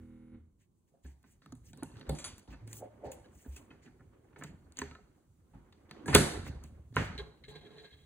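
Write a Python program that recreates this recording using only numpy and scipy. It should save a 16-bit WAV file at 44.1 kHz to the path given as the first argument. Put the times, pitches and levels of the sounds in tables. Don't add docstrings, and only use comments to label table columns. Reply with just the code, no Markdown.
import sys
import numpy as np
from scipy import signal
from scipy.fft import rfft, irfft, next_fast_len
from scipy.io import wavfile

SR = 44100
rng = np.random.default_rng(int(sys.argv[2]) if len(sys.argv) > 2 else 0)


def unload_audio(sound):
    columns = np.transpose(np.atleast_2d(sound))
    steps = np.round(np.clip(columns, -1, 1) * 32767)
    wavfile.write(sys.argv[1], SR, steps.astype(np.int16))


N = 355093


def from_db(db):
    return 10 ** (np.asarray(db) / 20)


def rms_one(x):
    return x / np.sqrt(np.mean(x ** 2) + 1e-20)


def peak_one(x):
    return x / np.abs(x).max(axis=-1, keepdims=True)


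def in_time(rows):
    s, *columns = np.transpose(rows)
    return [np.interp(np.arange(N) / SR, s, c) for c in columns]


def at_hz(points, hz):
    known_hz, values = np.transpose(points)
    return np.interp(np.log(hz), np.log(known_hz), values)


def band(x, low_hz, high_hz, order=2):
    sos = signal.butter(order, [low_hz, min(high_hz, .45 * SR)], "band", fs=SR, output="sos")
    return signal.sosfilt(sos, x)


def split(x, hz):
    return [signal.sosfilt(signal.butter(4, hz, kind, fs=SR, output="sos"), x) for kind in ("low", "high")]


def drift(rate_hz):
    r = np.exp(-80 * np.pi * rate_hz / SR)
    slow = signal.lfilter([1], [1, -2 * r, r * r], rng.standard_normal(N // 40 + 2002))[2000:]
    return np.interp(np.arange(N) / 40, np.arange(len(slow)), rms_one(slow))


def decay(t, t60):
    return np.exp(-np.log(1000) * t / t60)


def add(out, sound, s):
    i = round(s * SR)
    out[:, i:i + len(sound)] += sound[:N - i]


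# (frequency [Hz], correlation [ratio])
COHERENCE = [(60, 0.99), (340, .8), (700, 0.071), (1100, 0.5), (1700, 0.067), (2800, 0.1), (4800, 0.55),
             (9000, 1), (15000, 0.39)]
HALF_OCTAVES_HZ = 25 * 2 ** np.arange(0, 9.6, .5)

def at_ports(mid, side, hz, coherence_shift=0):
    alike = np.clip(at_hz(COHERENCE, hz) + coherence_shift, -1, 1)
    return np.sqrt(1 + alike) * mid + np.sqrt(1 - alike) * side * [[1], [-1]]


def stereo_noise(spectrum, flicker_db, coherence_shift):
    out, together = np.zeros((2, N)), drift(5.8)
    white = rng.standard_normal((2, 2, N))
    for k, (low, high) in enumerate(zip(HALF_OCTAVES_HZ, HALF_OCTAVES_HZ[1:])):
        hz = np.sqrt(low * high)
        if high < spectrum[0][0] or at_hz(spectrum, hz) < -55:
            continue
        mid, side = band(white[k % 2], low, high)
        gain = from_db(at_hz(spectrum, hz) + flicker_db * (together + drift(31)))
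        out += gain * at_ports(mid, side, hz, coherence_shift)
    return rms_one(out)


# (time [s], level [dB])
MOTOR_LEVEL = [(0.0, -48.5), (0.364, -49), (0.404, -55), (0.43, -68), (0.495, -79)]
# (order [multiple of shaft speed], relative level [dB])
MOTOR_ORDERS = [(1, -7), (2, 3), (3, -7.5), (4, -15.5), (5, -7.5), (6, -1.5), (7, -14), (8, -8), (9, -15),
                (10, -39), (11, -20), (12, -26), (13, -20), (14, -42)]
# (frequency [Hz], relative level [dB])
BUZZ_SPECTRUM = [(350, -44), (600, -9), (756, -1.5), (2150, -5.5), (3410, -17.5), (3830, -11.5),
                 (4150, -19), (5000, -28), (6500, -58), (11000, -120)]
# (frequency [Hz], rms level [dB])
WHINE_TONES = [(9787, -105), (10266, -99)]
TURNS_PER_S, SWITCH_OFF_S, SLOWING_TURNS_PER_S2 = 40.2, .36, 64
HUM_WAVER_DB, BUZZ_DB, BUZZ_ROUGHNESS, WHINE_END_S = 2, -28, .3, 0.35

def motor():
    t = np.arange(SR // 2) / SR
    lost_turns = SLOWING_TURNS_PER_S2 / 2 * np.maximum(t - SWITCH_OFF_S, 0) ** 2
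    angle = 2 * np.pi * (TURNS_PER_S * t - lost_turns)
    hum = sum(from_db(db) * np.sin(k * angle + rng.uniform(0, 2 * np.pi)) for k, db in MOTOR_ORDERS)
    orders = np.arange(15, 110)
    strengths = from_db(at_hz(BUZZ_SPECTRUM, orders * TURNS_PER_S) + 3.4 * rng.standard_normal(len(orders)))
    buzz = strengths @ np.sin(orders[:, None] * angle + rng.uniform(0, 2 * np.pi, (len(orders), 1)))
    buzz *= 1 + BUZZ_ROUGHNESS * rms_one(band(rng.standard_normal(len(t)), 23, 240))
    level_db = in_time(MOTOR_LEVEL)[0] + HUM_WAVER_DB * drift(13)
    running = from_db(level_db[:len(t)]) * (t < MOTOR_LEVEL[-1][0])
    whine = sum(np.sqrt(2) * from_db(db) * np.sin(2 * np.pi * hz * t) for hz, db in WHINE_TONES)
    out = np.zeros((2, N))
    add(out, running * (rms_one(hum) + from_db(BUZZ_DB) * rms_one(buzz)) + whine * (t < WHINE_END_S), 0)
    return out


# (frequency [Hz], relative spectral density [dB])
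ROOM_SPECTRUM = [(15, -43), (25, -7), (92, 2.5), (330, -5), (399, -9.5), (445, -13.5), (669, -31),
                 (1010, -19), (1390, -31), (1640, -32.5), (5270, -31), (9080, -29.5), (16500, -34.5)]
# (time [s], gain [dB])
HISS_GAIN = [(0, 3), (0.45, -6.5), (1.4, 1.5), (2.1, 2), (5.5, 2), (8.05, 4)]
ROOM_DB, HISS_FROM_HZ = -74, 950

def room_noise():
    murmur, hiss = split(stereo_noise(ROOM_SPECTRUM, flicker_db=.6, coherence_shift=-.4), HISS_FROM_HZ)
    return from_db(ROOM_DB) * (murmur + from_db(in_time(HISS_GAIN)[0]) * hiss)


# (time [s], rumble level [dB], creak level [dB])
DOOR_MOTION = [(0.45, -65.5, -102), (0.85, -79, -92.5), (1.76, -56.5, -78), (2.08, -61, -50.5),
               (2.48, -60.5, -69.5), (2.65, -45.5, -61), (2.9, -63.5, -60), (4.7, -59, -71.5),
               (5.42, -68.5, -74), (5.99, -60, -54), (6.27, -53.5, -48), (6.4, -43, -45),
               (6.69, -57.5, -68.5), (6.97, -51, -76.5), (7.12, -49, -57.5), (7.31, -59.5, -71.5),
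               (7.62, -60, -62), (8.05, -60.5, -72)]
# (frequency [Hz], relative spectral density [dB])
RUMBLE_SPECTRUM = [(15, -43), (25, -17), (70, -3), (107, -7), (134, -12.5), (205, -13), (284, -29),
                   (500, -40), (650, -55), (1100, -120)]
CREAK_SPECTRUM = [(150, -33), (250, 9.5), (640, -5), (782, -6.5), (1310, -11), (2480, -19), (3430, -33.5),
                  (5000, -32.5), (6500, -60.5), (11000, -120)]
RUMBLE_RE_THUMP_DB, CREAK_RE_CLICK_DB = -24, -28.5

def door_motion():
    rumble_db, creak_db = in_time(DOOR_MOTION)
    thump_db, click_db = np.array(BLOWS)[:, 1:3].T
    fade_in = np.clip(np.arange(N) / SR / DOOR_MOTION[0][0], 0, 1) ** 20
    rumble_gain = fade_in * from_db(rumble_db) + shudder(thump_db + RUMBLE_RE_THUMP_DB)
    creak_gain = fade_in * from_db(creak_db) + shudder(click_db + CREAK_RE_CLICK_DB)
    rumble = stereo_noise(RUMBLE_SPECTRUM, flicker_db=4.0, coherence_shift=0.029)
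    creak = stereo_noise(CREAK_SPECTRUM, flicker_db=3.0, coherence_shift=0.054)
    return rumble_gain * rumble + creak_gain * creak


# (start [s], level [dB], hold [s], rise
# [s], gain of the dull part [dB])
RUBS = [(0.567, -91, 0.032, 0.034, 5), (0.75, -89, 0.027, 0.02, -9), (0.863, -88, 0.02, 0.017, -1),
        (1.02, -77, 0.067, 0.029, 6), (1.244, -75, 0.067, 0.028, -1), (1.555, -72, 0.015, 0.0087, -12),
        (1.616, -64.5, 0.035, 0.038, -3), (1.915, -79, 0.034, 0.026, 10), (2.37, -61.5, 0.0082, 0.013, -7),
        (2.488, -78, 0.019, 0.018, 14), (2.663, -64, 0.057, 0.015, 4.5), (2.718, -53, 0.058, 0.017, -25),
        (2.799, -74, 0.016, 0.024, -2), (3.034, -70.5, 0.017, 0.015, 12), (3.106, -58.5, 0.012, 0.018, 0),
        (3.126, -78.5, 0.051, 0.043, 9), (3.288, -65, 0.13, 0.11, -3), (3.552, -62.5, 0.012, .015, 7.5),
        (3.811, -82, 0.035, 0.016, 14.5), (4.376, -66, 0.011, 0.012, -3), (4.39, -78, 0.043, 0.036, 16),
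        (4.743, -67.5, 0.033, 0.047, 13), (6.432, -63.5, 0.018, 0.024, 12.5), (6.616, -77, .03, 0.025, 6),
        (6.931, -65.5, 0.075, 0.043, -2), (7.469, -68.5, 0.02, .02, -3), (7.696, -81, 0.17, 0.15, 2)]
# (frequency [Hz], relative spectral density [dB])
RUB_SPECTRUM = [(1200, -33), (2000, 9), (4000, -8.5), (5500, -5), (7400, 3), (9000, -4.5), (11000, -6),
                (15500, -3), (17000, -10)]
DULL_BELOW_HZ = 5100

def rubs():
    t = np.arange(N) / SR
    strokes = np.array([from_db(db) * np.interp(t, np.cumsum((s, rise, hold, 2 * rise)), (0, 1, 1, 0)) ** 2
                        for s, db, hold, rise, _ in RUBS])
    dull, bright = split(stereo_noise(RUB_SPECTRUM, flicker_db=3.0, coherence_shift=0.073), DULL_BELOW_HZ)
    dull_gains = from_db(np.array(RUBS)[:, 4])
    return dull_gains @ strokes * dull + strokes.sum(axis=0) * bright


def contact_force(length_s, per_s):
    t = np.arange(2400) / SR
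    hits = (rng.random(len(t)) < per_s / SR) * rng.standard_normal(len(t))
    hits[0] = 0.21 + 2.93 * np.exp(-length_s / 0.0079)
    progress = t / max(length_s, .0005)
    return hits * np.where(progress < 1, .5 + 2 * progress * (1 - progress), 0)


def struck(modes, t, spread_db, count):
    hz, level_db, t60 = np.transpose(modes)[:, :, None]
    chance = rng.standard_normal((count, 2, len(modes)))
    strengths = from_db(level_db.T + spread_db * chance[:, 0]) * np.sign(chance[:, 1])
    return strengths @ (np.sin(2 * np.pi * hz * t) * decay(t, t60))


PART_HZ, PART_DB = np.array([200, 550, 1500, 3300, 8000]), (-1.5, 2.5, 2, -0.5, 2)
THUMP_DB_PER_OCT, CLICK_BELOW_DB_PER_OCT, CLICK_ABOVE_DB_PER_OCT = 9, 6, 15

def part_gains(thump_db, click_db, click_octaves):
    octaves = np.log2(PART_HZ / 1000)
    offset = octaves - click_octaves[:, None]
    click_loss_db = np.where(offset > 0, CLICK_ABOVE_DB_PER_OCT, CLICK_BELOW_DB_PER_OCT) * np.abs(offset)
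    thump = from_db(thump_db[:, None] - THUMP_DB_PER_OCT * (octaves - octaves[0]))
    click = from_db(click_db[:, None] - click_loss_db)
    return from_db(PART_DB) * np.hypot(thump, click)


# (time [s], thump level [dB], click level [dB], click pitch [octaves above 1 kHz],
# contact time [s], reverberation send [dB])
BLOWS = [(0.916, -80, -58.5, -2, 0.0018, -15), (1.045, -47.5, -58, 1.3, 0.017, 0),
         (1.229, -80, -57, 4, 0.0016, -14), (1.238, -56.5, -59, 1, 0.011, -2),
         (1.419, -66, -57, 1.4, 0.002, 2), (1.46, -46, -51.5, 2.5, 0.0023, -8),
         (1.522, -39.5, -51, 3, 0.0044, -26), (1.552, -68, -56, 3.5, 0.003, -2),
         (1.732, -47, -45.5, 2.5, 0.008, -3.5), (1.774, -43, -28.5, 7, 0.0044, -10),
         (1.825, -33.5, -35.5, 0, 0.0028, -15.5), (1.832, -48, -38.5, 3, 0.0025, -8.5),
         (1.956, -74, -57, 1.5, .003, -9), (1.968, -54, -52, 2, .0022, 3.5),
         (1.996, -60, -52, 3.5, .002, -16), (2.011, -46, -45.5, 1.8, 0.0026, -30),
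         (2.029, -54, -54, 1.5, 0.0017, -14), (2.066, -47, -51, 1.5, 0.0083, -3),
         (2.092, -28.5, -31.5, 2.5, 0.0047, -3), (2.381, -69, -47.5, 3, 0.004, -14),
         (2.395, -65, -52, 3, 0.002, -16), (2.476, -50.5, -57.5, 2, 0.0012, 8.5),
         (2.524, -46, -49.5, 1.15, 0.028, -6.5), (2.676, -45, -39, 4.5, 0.001, -23),
         (2.73, -55, -38, 3, .001, -20), (2.757, -55, -42, 4, 0.019, -7),
         (3.051, -48.5, -53, 1.2, 0.022, 6), (3.117, -58, -39, 3.5, 0.0022, -7),
         (3.24, -75, -59, 1.5, 0.024, -12), (3.45, -41, -58, 1, 0.02, -7.5),
         (3.562, -58, -42.5, 3, 0.005, -11), (3.703, -49.5, -52, 1, 0.038, -4.5),
         (3.851, -50, -57, 1, 0.038, -1), (3.99, -53, -56, 0.5, 0.025, -23),
         (4.324, -61, -59, 0, 0.0097, -2), (4.361, -50.5, -45, 0.44, 0.003, -3.5),
         (4.386, -44, -50, 5, 0.027, -14), (4.412, -47, -45.5, .6, 0.0016, -11),
         (4.422, -48, -39.5, 0.5, 0.0048, -17), (4.438, -39, -38.5, 2.5, 0.003, -17),
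         (4.444, -42.5, -42, 1, 0.005, -22), (4.722, -85, -51.5, 3, 0.0024, -9),
         (4.745, -77, -73, -1, .003, -5), (4.771, -48, -33.5, 4.5, 0.001, -5),
         (4.789, -41.5, -32.5, 2.5, 0.005, -16), (4.816, -33, -31.5, 1.1, 0.002, -7.5),
         (4.912, -45.5, -44.5, 1.54, .0017, -26), (4.951, -65, -44.5, 1.3, 0.0029, -39),
         (4.984, -70, -56, -0.5, 0.0049, -20.5), (5.534, -45, -51, -11, 0.016, 0.5),
         (5.725, -90, -53, 2, 0.0036, -8), (5.893, -68, -56, 1.5, 0.00094, 2),
         (5.911, -46, -37.5, 2, 0.0022, -11), (6.059, -37, -39.5, 4.5, 0.003, 9.5),
         (6.081, -24, -26, 0.25, 0.005, 2), (6.128, -43, -29.5, 0.6, 0.014, 6),
         (6.143, -18, -14.5, 1.86, 0.005, -7.5), (6.149, -17.5, -6, 3, .002, -7),
         (6.152, -12.5, -6.5, 2.27, 0.0016, -4.5), (6.158, -19.5, -15.5, 0.8, 0.0022, -4.5),
         (6.163, -22.5, -17, 2.7, 0.004, -4), (6.478, -63.5, -45.5, 3, .001, -12.5),
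         (6.465, -38.5, -41, 1.06, 0.021, -4), (6.637, -48, -42.5, 4, .0046, -11),
         (6.925, -48, -63.5, 2.5, 0.0018, -10), (6.939, -49, -49, 1.5, 0.024, 1),
         (6.961, -46, -36, 3, 0.004, -10.5), (6.966, -33, -17.5, 0.6, 0.00116, -5),
         (6.985, -37.5, -32, 0.9, .003, -10.5), (6.996, -40, -30.5, -0.3, .003, -6),
         (7.022, -49, -37, -1, .003, -7.5), (7.152, -39.5, -49.5, 2, .0017, -10)]
# (frequency [Hz], relative level [dB], t60 [s])
BOOM_MODES = [(151.6, -2, 0.17), (236.8, -9, 0.075), (262.3, 0.5, 0.089)]
PANEL_MODES = [(323.8, 2, 0.09), (414, 3.5, 0.15), (510, -2, 0.12), (670, -5.5, 0.044), (770, -11, 0.08),
               (906, -2.5, 0.077)]
CLACK_MODES = [(1044.6, -1.5, 0.045), (1300, -1.5, 0.034), (1420, -4.5, 0.059), (1495, -2.5, .045),
               (1752, 1.5, 0.043), (2100, -9.5, 0.018)]
LATCH_MODES = [(2804, 2.5, .022), (2715, 0.5, 0.041), (3280, -1.5, .025), (3596, -5, 0.025),
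               (3940, -1, 0.053), (4400, 0.5, 0.068)]
TICK_MODES = [(6800, 0, .006), (8200, -2, .005), (10000, 0, .005), (11300, -3, .004), (14500, -8, .004)]
# (low edge [Hz], high edge [Hz], level [dB], t60 [s], snap level [dB])
DENSE_MODES = [(120, 300, -12, .08, -5), (300, 1000, -6, .07, 0), (1000, 2200, -4, .035, 2),
               (2200, 5000, 1, .02, 4), (5000, 13000, 2, .011, 5)]

def blows():
    t, rows = np.arange(SR // 6) / SR, np.array(BLOWS)
    forces = np.array([contact_force(contact_s, per_s=800) for contact_s in rows[:, 4]])
    gains = part_gains(*rows[:, 1:4].T)
    sounds, pulses = 0, 0
    for k, modes in enumerate((BOOM_MODES, PANEL_MODES, CLACK_MODES, LATCH_MODES, TICK_MODES)):
        low_hz, high_hz, dense_db, t60, snap_db = DENSE_MODES[k]
        rings = struck(modes, t, spread_db=2.0, count=len(rows))
        dense = band(rng.standard_normal((len(rows), len(t))) * decay(t, t60), low_hz, high_hz, order=3)
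        snap = band(1.0 * (t == 0), low_hz, high_hz)
        response = peak_one(rings) + from_db(dense_db) * peak_one(dense) + from_db(snap_db) * peak_one(snap)
        driven = signal.fftconvolve(response, forces, axes=1)[:, :len(t)]
        part = gains[:, k, None] * peak_one(band(driven, .7 * low_hz, 1.3 * high_hz))
        sounds += part
        pulses += snap * np.sqrt(np.sum(part ** 2, axis=1, keepdims=True) / np.sum(snap ** 2))
    direct, send = np.zeros((2, N)), np.zeros((2, N))
    for sound, pulse, (s, *_, send_db) in zip(sounds, pulses, BLOWS):
        add(direct, sound, s)
        add(send, from_db(send_db) * pulse, s)
    return direct, send


def shudder(levels_db, rise_s=0.011, t60=0.71):
    t, energy = np.arange(SR) / SR, np.zeros(N)
    energy[(np.array(BLOWS)[:, 0] * SR).astype(int)] = from_db(levels_db) ** 2
    swell = (1 - np.exp(-t / rise_s)) * decay(t, t60)
    return np.sqrt(np.abs(signal.fftconvolve(energy, swell ** 2)[:N]))


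JANGLE_PER_S, JANGLE_RE_CLICK_DB = 900, -38

def jangle():
    modes = CLACK_MODES + LATCH_MODES
    hits = (rng.random(N) < JANGLE_PER_S / SR) * rng.standard_normal(N)
    mode_hit = rng.integers(0, len(modes), N)
    out = 0
    for k, (hz, db, t60) in enumerate(modes):
        r, w = decay(1 / SR, t60), 2 * np.pi * hz / SR
        force = hits * (mode_hit == k) + 1e-18
        out += from_db(db) * signal.lfilter([0, np.sin(w)], [1, -2 * r * np.cos(w), r * r], force)
    return rms_one(out) * shudder(np.array(BLOWS)[:, 2] + JANGLE_RE_CLICK_DB)


# (time [s], peak level [dB], push time [s])
BUMPS = [(0.938, -60, 0.01), (2.092, -32.5, 0.0033), (2.794, -45.5, 0.022), (2.821, -34.5, 0.0077),
         (3.02, -39, 0.035), (3.034, -34, 0.046), (3.075, -42, 0.036), (6.149, -19, 0.0042)]
BUMP_BAND_HZ = (462, 786)

def bumps():
    out, t = np.zeros((2, N)), np.arange(SR // 4) / SR
    for s, peak_db, push_s in BUMPS:
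        rings = struck(PANEL_MODES, t, spread_db=1.0, count=1)[0] * decay(t, 0.082)
        hollow = peak_one(rings) + 0.57 * rng.standard_normal(len(t)) * decay(t, 0.15)
        pushed = signal.fftconvolve(hollow, contact_force(push_s, per_s=700))[:len(t)]
        add(out, from_db(peak_db) * peak_one(band(pushed, *BUMP_BAND_HZ, order=3)), s)
    return out


# (time [s], level [dB], frequency [Hz], t60 [s])
PINGS = [(1.054, -63, 1700, 0.072), (1.239, -65, 1520, 0.068), (1.42, -60, 1500, .012),
         (1.461, -48, 1270, 0.027), (1.523, -49.5, 1250, 0.023), (1.46, -59, 3970, .005),
         (1.524, -52, 4200, .006), (1.524, -50, 6700, 0.011), (1.528, -41, 245, 0.12),
         (1.784, -60, 8500, 0.007), (1.826, -47, 900, .012), (1.776, -49, 298, .08),
         (1.826, -39, 301, 0.076), (1.833, -48, 4350, .006), (1.956, -58, 1560, .05),
         (2.095, -30, 425, 0.044), (2.243, -35, 4600, 0.038), (2.381, -61, 7200, 0.014),
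         (2.525, -58, 1796, 0.11), (2.525, -60, 2650, 0.17), (2.729, -46, 2550, 0.0046),
         (2.73, -46, 4400, 0.0045), (2.822, -39, 486, .06), (2.822, -44.5, 728, 0.24),
         (3.04, -54, 810, 0.17), (3.245, -60, 1650, .06), (3.245, -65, 2980, .05), (3.448, -61, 1650, .06),
         (3.563, -50, 2590, 0.06), (3.706, -56, 2560, 0.075), (3.705, -60, 3100, .07),
         (3.706, -64, 1900, 0.054), (3.83, -74, 7020, .15), (3.118, -49, 7000, 0.044),
         (3.118, -51, 9200, 0.022), (3.12, -52, 2600, 0.038), (4.361, -46, 1500, .012),
         (4.423, -42, 1700, .02), (4.386, -62, 8300, 0.0073), (4.393, -58, 8800, .01),
         (4.437, -36.5, 7300, 0.0048), (4.437, -36, 2100, .005), (4.771, -36.5, 6600, 0.0069),
         (4.771, -39, 4500, 0.0066), (4.783, -48, 3000, 0.0065), (4.789, -29.5, 6350, 0.012),
         (4.789, -32, 7400, 0.013), (4.789, -28, 1800, 0.0042), (4.789, -48, 4500, .004),
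         (4.817, -41, 8200, .007), (4.818, -33, 1600, 0.0086), (4.819, -35.5, 4350, 0.012),
         (4.819, -32.5, 930, 0.025), (4.82, -45, 401, 0.26), (4.919, -53.5, 1314, 0.1),
         (4.952, -53, 1287, 0.076), (4.985, -61.5, 1308, 0.071), (5.911, -46, 2000, 0.011),
         (6.059, -42, 1656, 0.094), (6.082, -31, 952, 0.084), (6.149, -18, 414, 0.073),
         (6.15, -17.5, 510, 0.042), (6.15, -26.5, 670, 0.16), (6.151, -19.5, 1495, 0.036),
         (6.15, -21, 1752, 0.05), (6.151, -25, 916, 0.065), (6.151, -25, 1066, .06),
         (6.15, -15, 3406, 0.056), (6.149, -8.5, 10740, 0.0097), (6.155, -18.5, 262, 0.11),
         (6.967, -33.5, 1400, 0.11), (6.968, -32.5, 1250, 0.086), (6.968, -34, 1830, .07),
         (6.966, -23.5, 990, 0.045), (6.966, -27.5, 2800, 0.02), (6.966, -39.5, 820, 0.18)]
PING_RISE_CYCLES = .3

def pings():
    out, t = np.zeros((2, N)), np.arange(SR // 5) / SR
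    for s, db, hz, t60 in PINGS:
        envelope = (1 - np.exp(-t * hz / PING_RISE_CYCLES)) * decay(t, t60)
        add(out, from_db(db) * envelope * np.sin(2 * np.pi * hz * t), s)
    return out


# (time [s], peak level [dB], frequency [Hz], t60 [s])
THUDS = [(1.057, -40.5, 67.7, 0.33), (1.52, -50.5, 118.6, 0.41), (1.814, -54, 92, .38),
         (2.096, -29.5, 64.2, 0.21), (2.11, -41.5, 150.6, 0.35), (2.499, -45, 54.3, 0.45),
         (2.621, -44, 110.1, 1), (3.065, -48, 77, 0.28), (3.493, -35.5, 67.3, 0.26),
         (4.823, -44.5, 75, 0.43), (5.549, -51, 50, 0.35), (6.146, -22.5, 83.3, 0.27),
         (6.164, -28.5, 50.7, 0.24), (6.17, -28, 151.5, 0.38), (6.562, -46, 46.2, 0.44),
         (6.472, -40, 71.3, 1), (6.796, -56, 74, 0.4), (6.916, -45, 119, 0.25), (6.969, -29.5, 105.6, 0.36),
         (6.972, -32.5, 156, 0.24), (6.975, -35.5, 56.3, 0.35), (7.147, -40, 63.1, 0.48),
         (7.5, -53, 149.2, .6)]
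PUSH_RISE_S = 0.0129

def thuds():
    out, t = np.zeros((2, N)), np.arange(SR // 2) / SR
    for s, peak_db, hz, t60 in THUDS:
        envelope = peak_one((1 - np.exp(-t / PUSH_RISE_S)) * decay(t, t60))
        add(out, from_db(peak_db) * envelope * np.sin(2 * np.pi * hz * t), s - PUSH_RISE_S)
    return out


# (time [s], level [dB], slide time [s])
SPRING_SLIDES = [(2.15, -48, 0.088), (2.186, -40, 0.055), (2.242, -34, 0.052), (6.079, -40, 0.12)]
# (frequency [Hz], relative level [dB], t60 [s])
SPRING_MODES = [(1410, -2, .05), (2395, 0, .04), (3380, -3, .04), (4606, 2, .05), (6100, -1, .06),
                (6830, -1, .07), (7480, -3, .06), (7750, -5, .06), (8500, -3, .07), (9464, -3, .07),
                (10050, -5, .06), (10900, -10, .06), (11500, -10, .06)]

def hinge_spring():
    out, t = np.zeros((2, N)), np.arange(SR // 4) / SR
    for s, db, slide_s in SPRING_SLIDES:
        slips = contact_force(slide_s, per_s=2000)
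        slips *= decay(t[:len(slips)], 3.3 * slide_s)
        slips[0] = 3.4
        scrape = band(rng.standard_normal(len(t)), 470, 5200) * decay(t, 0.29)
        response = struck(SPRING_MODES, t, spread_db=2.5, count=1)[0]
        rings = signal.fftconvolve(response, slips)[:len(t)]
        add(out, from_db(db) * (peak_one(rings) + 0.66 * scrape), s)
    return out


# (time [s], low ring level [dB], tinkle level [dB], hold [s])
SPURTS = [(7.178, -57.5, -43.5, 0.015), (7.19, -43, -62, 0.018), (7.218, -54, -76, 0.079),
          (7.438, -73, -57.5, 0.0092), (7.481, -52.5, -53, 0.022), (7.509, -54, -63, .04),
          (7.552, -54, -57, 0.027), (7.61, -58.5, -64, 0.069), (7.705, -57, -63.5, 0.065),
          (7.78, -59, -59, 0.074), (7.859, -70.5, -63.5, 0.082), (7.955, -73.5, -68, .08)]

def spurts(t, rise_s=0.0012, t60=0.12):
    shapes = [np.clip((t - s) / rise_s, 0, 1) * decay(np.maximum(t - s - hold, 0), t60)
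              for s, *_, hold in SPURTS]
    powers = from_db(np.array(SPURTS)[:, 1:3].T) ** 2
    return np.sqrt(powers @ np.square(shapes))


# (frequency [Hz], bandwidth [Hz], relative spectral density [dB])
TUB_RESONANCES = [(150.1, 13.8, 5), (428.2, 22, 4), (532, 21, -8.5), (712, 24.6, -9.5), (840, 27, -12.5),
                  (1048, 34, -13), (1627, 25, -16), (1700, 25, -20.5), (1865, 37, -23), (2108, 39, -18.5),
                  (2350, 42, -30), (3100, 60, -26), (3293, 46, -17), (3466, 35, -26.5), (3760, 63, -20.5),
                  (3905, 53, -17), (4060, 28, -13), (4220, 29, -25), (4500, 34, -25.5)]
RATTLE_PER_S, TINKLE_FROM_HZ, DRONE_HZ, DRONE_GAIN = 280, 1200, 427, 1.23

def rattle():
    start = round(SPURTS[0][0] * SR)
    size = N - start
    low, tinkle = np.zeros((2, size)), np.zeros((2, size))
    for hz, width, db in TUB_RESONANCES:
        contacts = (rng.random(size) < RATTLE_PER_S / SR) * rng.laplace(size=size)
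        force = contacts + 0.069 * rng.standard_normal((2, size))
        r = np.exp(-np.pi * width / SR)
        rings = signal.lfilter([1, 0, -1], [1, -2 * r * np.cos(2 * np.pi * hz / SR), r * r], force)
        register = low if hz < TINKLE_FROM_HZ else tinkle
        register += from_db(db) * np.sqrt(width) * rms_one(rings)
    splash = band(rng.standard_normal((2, size)), 2270, 2820)
    tinkle = (rms_one(tinkle) + 0.22 * rms_one(splash)) * from_db(2.7 * drift(23)[start:])
    waver = from_db(drift(28)[start:])
    drone_hz = DRONE_HZ + 4.45 * drift(6.56)[start:]
    drone = waver * np.sin(2 * np.pi * np.cumsum(drone_hz) / SR)
    low_gain, tinkle_gain = spurts(np.arange(start, N) / SR)
    out = np.zeros((2, N))
    out[:, start:] = low_gain * (rms_one(low) + DRONE_GAIN * drone) + tinkle_gain * rms_one(tinkle)
    return out


# (frequency [Hz], t60 [s])
KITCHEN_T60 = [(60, 0.56), (250, 0.3), (1000, 0.62), (2500, 0.49), (4000, 0.58), (7000, 0.46),
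               (10000, 0.49), (15000, 0.053)]

def kitchen(x):
    t, tail = np.arange(SR) / SR, 0
    white = rng.standard_normal((2, 2, SR))
    for k, (low, high) in enumerate(zip(HALF_OCTAVES_HZ, HALF_OCTAVES_HZ[1:])):
        hz = np.sqrt(low * high)
        mid, side = band(white[k % 2], low, high) * decay(t, at_hz(KITCHEN_T60, hz))
        tail += at_ports(mid, side, hz)
    tail *= 1 - np.exp(-t / 0.0027)
    tail /= np.sqrt(np.sum(tail ** 2) / 2)
    return signal.fftconvolve(x.mean(axis=0)[None], tail, axes=1)[:, :N]


BUMP_SEND_DB, PING_SEND_DB, BODY_SEND_DB, MOTOR_SEND_DB = -7.5, -17.5, -15.5, -8.0

def scene():
    knocks, send = blows()
    hollow, ringing = bumps(), pings()
    body = thuds() + jangle() + hinge_spring() + rattle()
    hum = motor()
    direct = hum + knocks + hollow + ringing + body
    send += from_db(BUMP_SEND_DB) * hollow + from_db(PING_SEND_DB) * ringing
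    send += from_db(BODY_SEND_DB) * body + from_db(MOTOR_SEND_DB) * hum
    return direct + kitchen(send) + door_motion() + rubs() + room_noise()


# (frequency [Hz], gain [dB])
SOUND_COLOUR = [(20, -18.5), (45, -2.5), (4800, 0.5), (5250, -4.5), (5900, 3.5), (11000, 1.5),
                (12300, -7.5), (13600, -0.5), (16000, 10)]
# (frequency [Hz], left minus right level [dB])
PORT_BALANCE = [(60, 0), (180, -2.5), (550, -2.0), (1650, -2), (4970, 0.5), (15000, 0.5)]
# (frequency [Hz], phase lag [rad])
PORT_LAG = [(60, 0), (300, -.35), (600, -.55), (1000, .2), (2100, 0), (2750, 1.7), (3450, 1.7), (4130, 2.2),
            (5200, 3.14), (6200, 4.4), (7580, 6), (8960, 6.3), (10340, 7.8), (12300, 9.4), (14470, 11.7),
            (16500, 12.5)]
CEILING, CUTOFF_HZ = .95, 16800

def record(dry):
    size = next_fast_len(N)
    hz = np.arange(1, size // 2 + 2) * SR / size
    half_each = np.array([[.5], [-.5]])
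    balance = from_db(half_each * at_hz(PORT_BALANCE, hz))
    phase_shift = np.exp(1j * half_each * at_hz(PORT_LAG, hz))
    response = from_db(at_hz(SOUND_COLOUR, hz)) * balance * phase_shift
    ports = irfft(rfft(dry, size) * response, size)[:, :N]
    rounded = CEILING * np.tanh(ports / CEILING)
    return signal.sosfilt(signal.cheby2(12, 70, CUTOFF_HZ, fs=SR, output="sos"), rounded)


dry = scene()
out = record(dry)
unload_audio(out)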